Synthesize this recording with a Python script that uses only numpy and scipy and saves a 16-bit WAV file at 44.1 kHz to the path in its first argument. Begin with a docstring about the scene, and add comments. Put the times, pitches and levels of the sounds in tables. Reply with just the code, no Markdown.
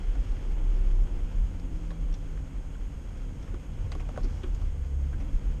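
"""A low six-cylinder boom over tyres hissing through sand, heard inside a crawling off-road vehicle.
The engine's orders sweep through the cab's resonances as it sinks to idle; later it takes a little load.
Under a steady rush of air the body swings on its springs and rough ground sets the floor humming.
Loose trim knocks and the suspension thumps, busiest as the wheels cross ruts around four seconds in."""
import sys
import numpy as np
from scipy import signal
from scipy.fft import rfft, irfft
from scipy.io import wavfile

SR = 44100
rng = np.random.default_rng(int(sys.argv[2]) if len(sys.argv) > 2 else 0)


def file_out(sig):
    """Save sig as 16-bit WAV at sys.argv[1]."""
    # one column per channel
    cols = np.atleast_2d(sig).T
    # limit, then scale
    lim = np.clip(cols, -1, 1)
    pcm = np.round(lim * 32767).astype(np.int16)
    wavfile.write(sys.argv[1], SR, pcm)


N = 246947
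TIME = np.arange(N) / SR
FREQS = np.fft.rfftfreq(N, 1 / SR)


def amp(db):
    """Decibels to gain."""
    return 10 ** (np.asarray(db) / 20)


def unit(x):
    """Scales to rms 1."""
    return x / np.sqrt(np.mean(x ** 2) + 1e-20)


def curves(table):
    """One automation curve for each column after the time."""
    s, *columns = np.transpose(table)
    return [np.interp(TIME, s, column) for column in columns]


def eq_db(eq, hz):
    """An EQ curve's dB at hz, on a log-frequency axis."""
    f, db = np.transpose(eq)
    return np.interp(np.log(hz + 1), np.log(f + 1), db)


def colour(x, eq):
    """Shapes x with an EQ curve, then scales to rms 1: the curve's levels are relative."""
    return unit(irfft(rfft(x) * amp(eq_db(eq, FREQS)), N))


def noise(eq):
    """Coloured noise at rms 1."""
    return colour(rng.standard_normal(N), eq)


def peak(offset, half_width):
    """A resonance curve: 1 in tune, one half at half_width off."""
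    return 1 / (1 + (offset / half_width) ** 2)


def pitched_noise(hz, half_width_hz):
    """Noise through one resonance, at rms 1."""
    return unit(irfft(rfft(rng.standard_normal(N)) * peak(FREQS - hz, half_width_hz), N))


def swell(middle_s, half_length_s):
    """A bell-shaped fade in and out."""
    return np.exp(-((TIME - middle_s) / half_length_s) ** 2)


def drift(hz):
    """Random modulation of rms 1, moving at up to about hz."""
    f = np.fft.rfftfreq(2048, TIME[-1] / 2048)
    slow = irfft(rfft(rng.standard_normal(2048)) * np.exp(-(f / hz) ** 2))
    return np.interp(TIME, np.linspace(0, TIME[-1], 2048), unit(slow))


def ringing(gain):
    """The causal impulse response of a resonator with this gain against frequency."""
    log_gain = np.log(np.concatenate([gain, gain[-2:0:-1]]))
    return np.fft.ifft(np.exp(np.conj(signal.hilbert(log_gain)))).real


def add(mix, s, sound):
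    """Mixes a sound in at s seconds."""
    part = mix[max(round(s * SR), 0):][:len(sound)]
    part += sound[:len(part)]


# crank speed, sinking to idle: t/s, speed/(turns per s)
CRANK_SPEED = [(0, 35.3), (.75, 33.6), (1.3, 30.9), (1.8, 28), (2.6, 23.8), (3, 23.7), (3.35, 24.1),
               (4, 23.1), (4.2, 23.8), (4.5, 23), (4.9, 22.7), (5.1, 23), (5.22, 23.6), (5.6, 23.7)]
# how hard the engine labours: t/s, level/dB
ENGINE_LOAD = [(0, -2), (1, 0.5), (2.0, 0), (2.58, -0.5), (2.8, -8), (3.4, -2.5), (3.95, -2.5), (4.2, -2.5),
               (4.42, -0.5), (4.57, 2), (4.72, -0.5), (5.0, 3.5), (5.15, 2.5), (5.3, -1), (5.5, 1)]
# firing, its two overtones and accessory hum: f/crank speed
STRONG_ORDERS = [3, 6, 9, 11]
# cab resonances, one list for each strong order: f/Hz, width/Hz, level/dB
CAB_BOOMS = [
    [(68.52, 2.25, -33), (73.8, 2.2, -42.5), (88.8, 7.5, -41)],
    [(133.4, 16, -53.5), (159.2, 35, -46.5), (179, 12, -60.5)],
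    [(258.6, 7.6, -50.5), (243.5, 5.5, -58), (212.6, 5, -56.5)],
    [(267.7, 15, -53.5), (286, 18, -56.5), (307.2, 13.7, -52.5), (350, 8.1, -54.5), (363.2, 18, -53),
     (390.7, 10, -58.5)],
]
# the cab's response to the weaker orders: f/Hz, level/dB
CAB_EQ = [(35, -38), (60, -52.5), (72, -56), (92, -48), (108, -63), (130, -56.5), (180, -59), (225, -63),
          (260, -62.5), (330, -69), (420, -71.5), (505, -66.5), (620, -87), (900, -81)]

def engine(speed, turns, boom_waver_db=1.43, comb_trim_db=-3.0):
    """A few orders boom in the cab, over a wavering comb of half orders from unequal cylinders."""
    out = np.zeros(N)
    load_db, = curves(ENGINE_LOAD)
    for order, resonances in zip(STRONG_ORDERS, CAB_BOOMS):
        boom = sum(amp(db) * peak(order * speed - hz, width / 2) for hz, width, db in resonances)
        strength = boom * amp(load_db + boom_waver_db * drift(7.9))
        out += strength * np.sin(2 * np.pi * (order * turns + rng.random() + 0.019 * drift(2.9)))
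    comb_db = comb_trim_db + 0.11 * load_db + 0.29 * (speed - speed.mean())
    for order in np.setdiff1d(np.arange(3, 50) / 2, STRONG_ORDERS):
        strength = amp(eq_db(CAB_EQ, order * speed) + comb_db) * (1 + 0.51 * drift(5.6))
        out += strength * np.sin(2 * np.pi * (order * turns + rng.random() + 0.13 * drift(8.8)))
    return np.sqrt(2) * out


def valves(turns, level_db=-65, decay_firings=1.82):
    """Soft puffs of mechanical chatter, six in every two turns and of unequal strength."""
    cylinder_db = np.array([5.0, 1.5, -33.0, 0.0, -34.0, 2.5])
    eq = [(200, -30), (500, 22.0), (1000, 7.5), (3200, -16), (3800, -4.0), (10000, -53)]
    firings = 3 * turns
    gate = amp(cylinder_db[firings.astype(int) % 6]) * np.exp(-(firings % 1) / decay_firings)
    return amp(level_db) * colour(gate * rng.standard_normal(N), eq)


# soft ruts: middle t/s, length/s, roll boost/dB, spray boost/dB
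SOFT_RUTS = [(.2, 0.19, -3, -1), (0.552, 0.22, 2, -4), (1.086, 0.52, 2, -1), (1.697, 0.18, 0.5, -1),
             (3.45, 0.14, 1, 4.5), (3.84, 0.076, 4.5, 1), (4.31, 0.49, 5, 7.5), (4.61, 0.068, 5.5, 3.5),
             (5.256, 0.22, 4.5, 3.5)]

def ruts():
    """Two dB curves: how ploughing through ruts changes the tyre roll and the spray of sand."""
    return sum(np.outer(boosts_db, swell(s, length / 2)) for s, length, *boosts_db in SOFT_RUTS)


# how much the uneven trail rocks the body between bumps: t/s, level/dB
BODY_ROCKING = [(0, -36), (.38, -31.5), (.6, -24), (.92, -23.5), (1.03, -19), (1.09, -31.5), (1.2, -31.5),
                (1.31, -35.5), (1.45, -26), (1.73, -35), (1.85, -31), (2.4, -38.5), (3.8, -35.5),
                (4.1, -36.5), (4.6, -31), (4.95, -34.5), (5.3, -30), (5.6, -30.5)]
# sub-bass that drives the sway: f/Hz, level/dB
RUMBLE_EQ = [(10, -17.5), (22, -10.5), (30, 0.5), (39, 0.5), (48, -7.5), (65, -15), (100, -30),
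             (200, -42.5)]
# the body's low drone: f/Hz, level/dB
DRONE_EQ = [(30, -37), (55, 14), (72, 5.5), (91, 13.5), (112, -3.5), (135, 2.5), (170, -5), (260, -13.5),
            (500, -60)]

def body(speed, turns, drone_db=-44.0, mount_hz=33.0, mount_half_width_hz=0.82, lope=0.27, slap=0.1):
    """The body rocks, drones in the ruts, and shakes as the crank passes the resonance of its mounts."""
    in_tune = peak(speed - mount_hz, mount_half_width_hz)
    unbalance = 4 * in_tune * np.exp(2j * np.pi * turns)
    sway = signal.hilbert(noise(RUMBLE_EQ)) + unbalance
    # flatten the envelope so that the trail sets the size of the swing; its timing stays random
    sway = sway.real / (abs(sway) + 0.23)
    sway = colour(sway, [(60, -12.0), (110, -19.5), (220, -51), (1000, -55)])
    # on resonance every other turn shakes harder, and the mounts stiffen on one side
    sway *= 1 + in_tune * lope * np.cos(np.pi * turns)
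    sway += in_tune * slap * (sway ** 2 - 1)
    rocking_db = curves(BODY_ROCKING)[0] + 3.5 * drift(12.3) * (1 - 0.77 * in_tune)
    drone = amp(drone_db + ruts()[0]) * noise(DRONE_EQ)
    return amp(rocking_db) * sway + drone


# gritty hiss under the tread: f/Hz, level/dB
SAND_EQ = [(400, -1.5), (900, -2), (1500, 0), (1850, -4.5), (2100, -2.5), (2800, -5), (3300, -4),
           (3650, -15.5), (5200, -21), (10000, -33)]

def sand(grit=0.38, grains_per_s=700, spread_db=4):
    """A fine hiss with separate grains crushed under the tread."""
    grains = (rng.random(N) < grains_per_s / SR) * rng.standard_normal(N)
    grains *= amp(spread_db * np.minimum(rng.exponential(1, N), 3))
    return colour(rng.standard_normal(N) + grit * unit(grains), SAND_EQ)


# how hard the tyres work the sand, easing as the vehicle slows: t/s, level/dB
TREAD_EFFORT = [(0, 0.5), (.5, 1), (1.8, -2.5), (2.8, -3.5), (3.9, -2.5), (4.9, -4), (5.6, -2)]
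# low-mid roll of the tyres: f/Hz, level/dB
ROLL_EQ = [(90, -25), (160, -11.5), (290, 3), (400, -7), (510, -8), (680, -12), (800, -9.5), (1100, -16),
           (2500, -69)]
# bright sizzle of flying sand: f/Hz, level/dB
SPRAY_EQ = [(2500, -31), (3700, -0.5), (5200, 6.5), (6200, 2.5), (8000, -7.5), (10000, -13), (14000, -42)]

def tyres(roll_db=-54, sand_db=-56.5, spray_db=-70.0):
    """The tyres roll through uneven sand and throw up a fine spray; both swell in the deeper ruts."""
    effort_db, = curves(TREAD_EFFORT)
    rut_roll_db, rut_spray_db = ruts()
    crunch_db = 0.73 * drift(24)
    roll_gain = amp(roll_db + 0.85 * effort_db + rut_roll_db + 1.2 * drift(24))
    sand_gain = amp(sand_db + effort_db + 0.34 * rut_spray_db + crunch_db)
    spray_gain = amp(spray_db + 1.5 * effort_db + rut_spray_db + crunch_db + 1.55 * drift(11))
    return roll_gain * noise(ROLL_EQ) + sand_gain * sand() + spray_gain * noise(SPRAY_EQ)


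# airy bed in the cab: f/Hz, level/dB
AIR_EQ = [(500, 6.5), (3200, -14), (3800, -9), (5200, -4), (6100, -4), (6500, 8.5), (7100, 0.5),
          (8000, -0.5), (9300, -3.5), (10300, -14), (11800, -8.5), (13000, -12), (14300, -44)]

def air(rush_db=-67, whistle_db=-79):
    """A steady rush of air with a fuzzy high whistle."""
    whistle = pitched_noise(hz=6510, half_width_hz=170)
    return amp(rush_db) * noise(AIR_EQ) + amp(whistle_db) * whistle


# patches of rough ground: middle t/s, length/s, f/Hz, level/dB
ROUGH_PATCHES = [(0.194, 0.27, 262, -51), (0.2, 0.3, 92, -42.5), (1.042, 0.14, 135, -47.5),
                 (3.4, 0.36, 94, -41.5), (3.447, 1, 216, -56), (3.846, 0.058, 510, -50.5),
                 (3.87, 0.33, 99, -42), (4.276, 0.17, 246, -51), (5.266, 0.34, 255, -46.5)]

def floor_hum():
    """The floor hums hollowly while the wheels scrub over rough ground."""
    return sum(amp(db) * swell(s, length / 2) * pitched_noise(hz, half_width_hz=32)
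               for s, length, hz, db in ROUGH_PATCHES)


# sub-bass bumps in the trail: middle t/s, level/dB, half length/s, f/Hz
TRAIL_BUMPS = [(0.087, -24.5, 0.048, 34), (0.204, -22.5, 0.019, 40.6), (0.314, -22, 0.021, 36.26),
               (1.146, -25, 0.056, 33), (1.391, -21.5, 0.041, 35), (1.554, -30, 0.028, 36),
               (1.666, -25, 0.039, 38), (2.12, -25.5, 0.026, 34), (2.326, -30.5, .04, 33),
               (2.423, -31, .02, 43.6), (2.57, -28.5, .03, 44), (2.702, -32, 0.032, 38.05),
               (2.882, -31, .03, 31.7), (3.513, -32, 0.021, 36.9), (3.803, -30, 0.023, 36.1),
               (4.246, -26.5, 0.046, 32.9), (4.505, -27, 0.049, 39), (5.46, -26.5, .05, 39.88)]

def bumps():
    """Each bump swings the body on its springs for a few cycles."""
    out = np.zeros(N)
    for s, db, half_length, hz in TRAIL_BUMPS:
        swing = np.sqrt(2) * np.sin(2 * np.pi * (hz * TIME + rng.random()))
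        out += amp(db) * swell(s, half_length) * swing
    return out


# modes of the trim panel: f/Hz, width/Hz, level/dB
PANEL_MODES = [(507, 230, 11.5), (600, 47, 12), (753, 51, 13), (1006, 28, 4), (1116, 48, 10.5),
               (1440, 150, 4.5), (2100, 1400, 0), (2900, 400, -19), (4700, 140, -14), (5670, 300, -12.5),
               (6500, 180, -5.5), (9400, 880, -16)]
# loose trim hits: t/s, thud level/dB, clack level/dB, tick level/dB, chatter t60/s,
# strike/chatter ratio, low note f/Hz, high note f/Hz
TRIM_HITS = [(0.153, -52, -56, -68, .019, .3, 800, 1600), (0.319, -76, -66, -67, .04, .2, 4300, 5600),
             (1.597, -76, -68, -66, .035, .3, 3940, 5200),
             (1.906, -62, -54.5, -62, 0.033, 0.57, 1780, 3900),
             (1.915, -53, -61, -69, 0.024, 0.47, 920, 1850), (2.127, -80, -76, -65, 0.017, .2, 3450, 5500),
             (2.14, -75, -70, -55.5, 0.046, 0.24, 3340, 5830),
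             (2.374, -63, -58.5, -71, 0.027, .6, 1500, 1900),
             (2.751, -75, -60, -84, 0.044, 0.4, 1480, 1560), (3.425, -63, -73, -64, 0.15, .1, 3200, 5840),
             (3.477, -76, -57, -82, .025, 0.65, 1160, 1850), (3.493, -73, -63, -80, .03, .4, 1190, 2110),
             (3.5427, -62, -55.5, -68, 0.026, 1, 1210, 1320),
             (3.9185, -53, -49.5, -51.5, 0.03, 0.45, 2180, 4640),
             (3.9245, -53, -53.5, -61, 0.073, 0.2, 2950, 7600),
             (3.9515, -48.5, -52, -64, 0.024, 0.59, 724, 1290),
             (3.998, -60, -53.5, -67, 0.06, .1, 2250, 2600),
             (4.004, -54, -60, -62.5, 0.045, .4, 5430, 7200),
             (4.0895, -47, -53.5, -64.5, 0.034, 0.52, 706, 1310),
             (4.162, -56, -54, -72, .03, 0.46, 1490, 1700),
             (4.1757, -37, -47.5, -61.5, 0.032, 1.3, 620, 1450),
             (4.181, -52, -53.5, -67, 0.044, 0.27, 1150, 1500),
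             (4.231, -74, -63, -58, 0.091, .05, 4870, 5230), (4.242, -62, -61, -61, 0.07, .15, 1310, 5400),
             (4.4331, -66, -54.5, -58, 0.048, .05, 2800, 3600),
             (4.438, -66, -52, -66, 0.031, .1, 1480, 3120), (4.547, -74, -61, -60.5, 0.064, .1, 4870, 7040),
             (4.616, -62, -57, -67, .088, .1, 885, 1210), (5.13, -59, -54, -77, 0.073, .1, 1430, 1590),
             (5.202, -53.5, -57.5, -66, 0.13, .1, 2150, 5500)]

def trim_knocks(cab_db=-26, cab_t60=0.33, note_db=10, size=8192):
    """A strike and brief chatter ring two notes of a loose piece and its panel, then fade in the cab."""
    t, hz = np.arange(size) / SR, np.fft.rfftfreq(size, 1 / SR)
    panel = np.sqrt(sum(amp(db) ** 2 * peak(hz - f, width / 2) for f, width, db in PANEL_MODES))
    bands_hz = [(450, 950), (950, 3500), (3300, 9500)]  # thud, clack, tick
    out = np.zeros(N)
    for s, *levels_db, t60, strike, low_hz, high_hz in TRIM_HITS:
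        decay = amp(-60 * t / t60) + amp(cab_db - 60 * t / cab_t60)
        contacts = rng.standard_normal(size) * decay
        contacts[0] = strike * np.linalg.norm(contacts)
        notes = sum(peak(hz - note, 0.092 * max(note, 1500)) for note in (low_hz, high_hz))
        response = ringing(panel * (1 + amp(note_db) * notes))
        ring = signal.fftconvolve(contacts, response)[:size]
        for band, db in zip(bands_hz, levels_db):
            part = signal.sosfilt(signal.butter(3, band, "bandpass", fs=SR, output="sos"), ring)
            add(out, s, amp(db) * part / np.std(part[:SR // 50]))  # the first 20 ms set the level
    return out


# suspension hits: t/s, level/dB, t60/s, low note f/Hz, high note f/Hz
SUSPENSION_HITS = [(1.904, -51.5, 0.31, 238, 385), (3.536, -44.5, 0.11, 228, 347),
                   (3.952, -47, 0.16, 303, 399), (4.174, -45.5, 0.12, 293, 403),
                   (4.239, -43, 0.16, 268, 355), (4.434, -41, 0.097, 290, 360)]
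# dull weight of each blow: f/Hz, level/dB
THUMP_EQ = [(120, -5), (240, -2), (290, -1), (355, -7.5), (440, -8.5), (700, -30), (1500, -72)]

def suspension_thumps(rise_s=0.0023, note_db=2):
    """Dull blows from the suspension, each leaving two short hollow notes in the floor."""
    t, out = np.arange(SR // 2) / SR, np.zeros(N)
    for s, db, t60, *notes_hz in SUSPENSION_HITS:
        notes = amp(note_db) * sum(np.sin(2 * np.pi * hz * t) for hz in notes_hz)
        envelope = (1 - np.exp(-t / rise_s)) * amp(-60 * t / t60)
        blow = (noise(THUMP_EQ)[:len(t)] + notes) * envelope
        add(out, s, amp(db) * blow / np.std(blow[:SR // 25]))  # the first 40 ms set the level
    return out


def scene():
    """The mono mix in the cab; one crank drives the engine, the valves and the body's shake."""
    speed, = curves(CRANK_SPEED)
    turns = np.cumsum(speed) / SR
    motor = engine(speed, turns) + valves(turns)
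    ride = body(speed, turns) + bumps() + tyres() + floor_hum()
    return (motor + ride + air() + suspension_thumps() + trim_knocks())[None]


def record(dry, cutoff_hz=14100):
    """A steep low-pass takes off the very top."""
    lowpass = signal.firwin(511, cutoff_hz, window=("kaiser", 9), fs=SR)
    return signal.oaconvolve(dry, lowpass[None], "same")


dry = scene()
out = record(dry)
file_out(out)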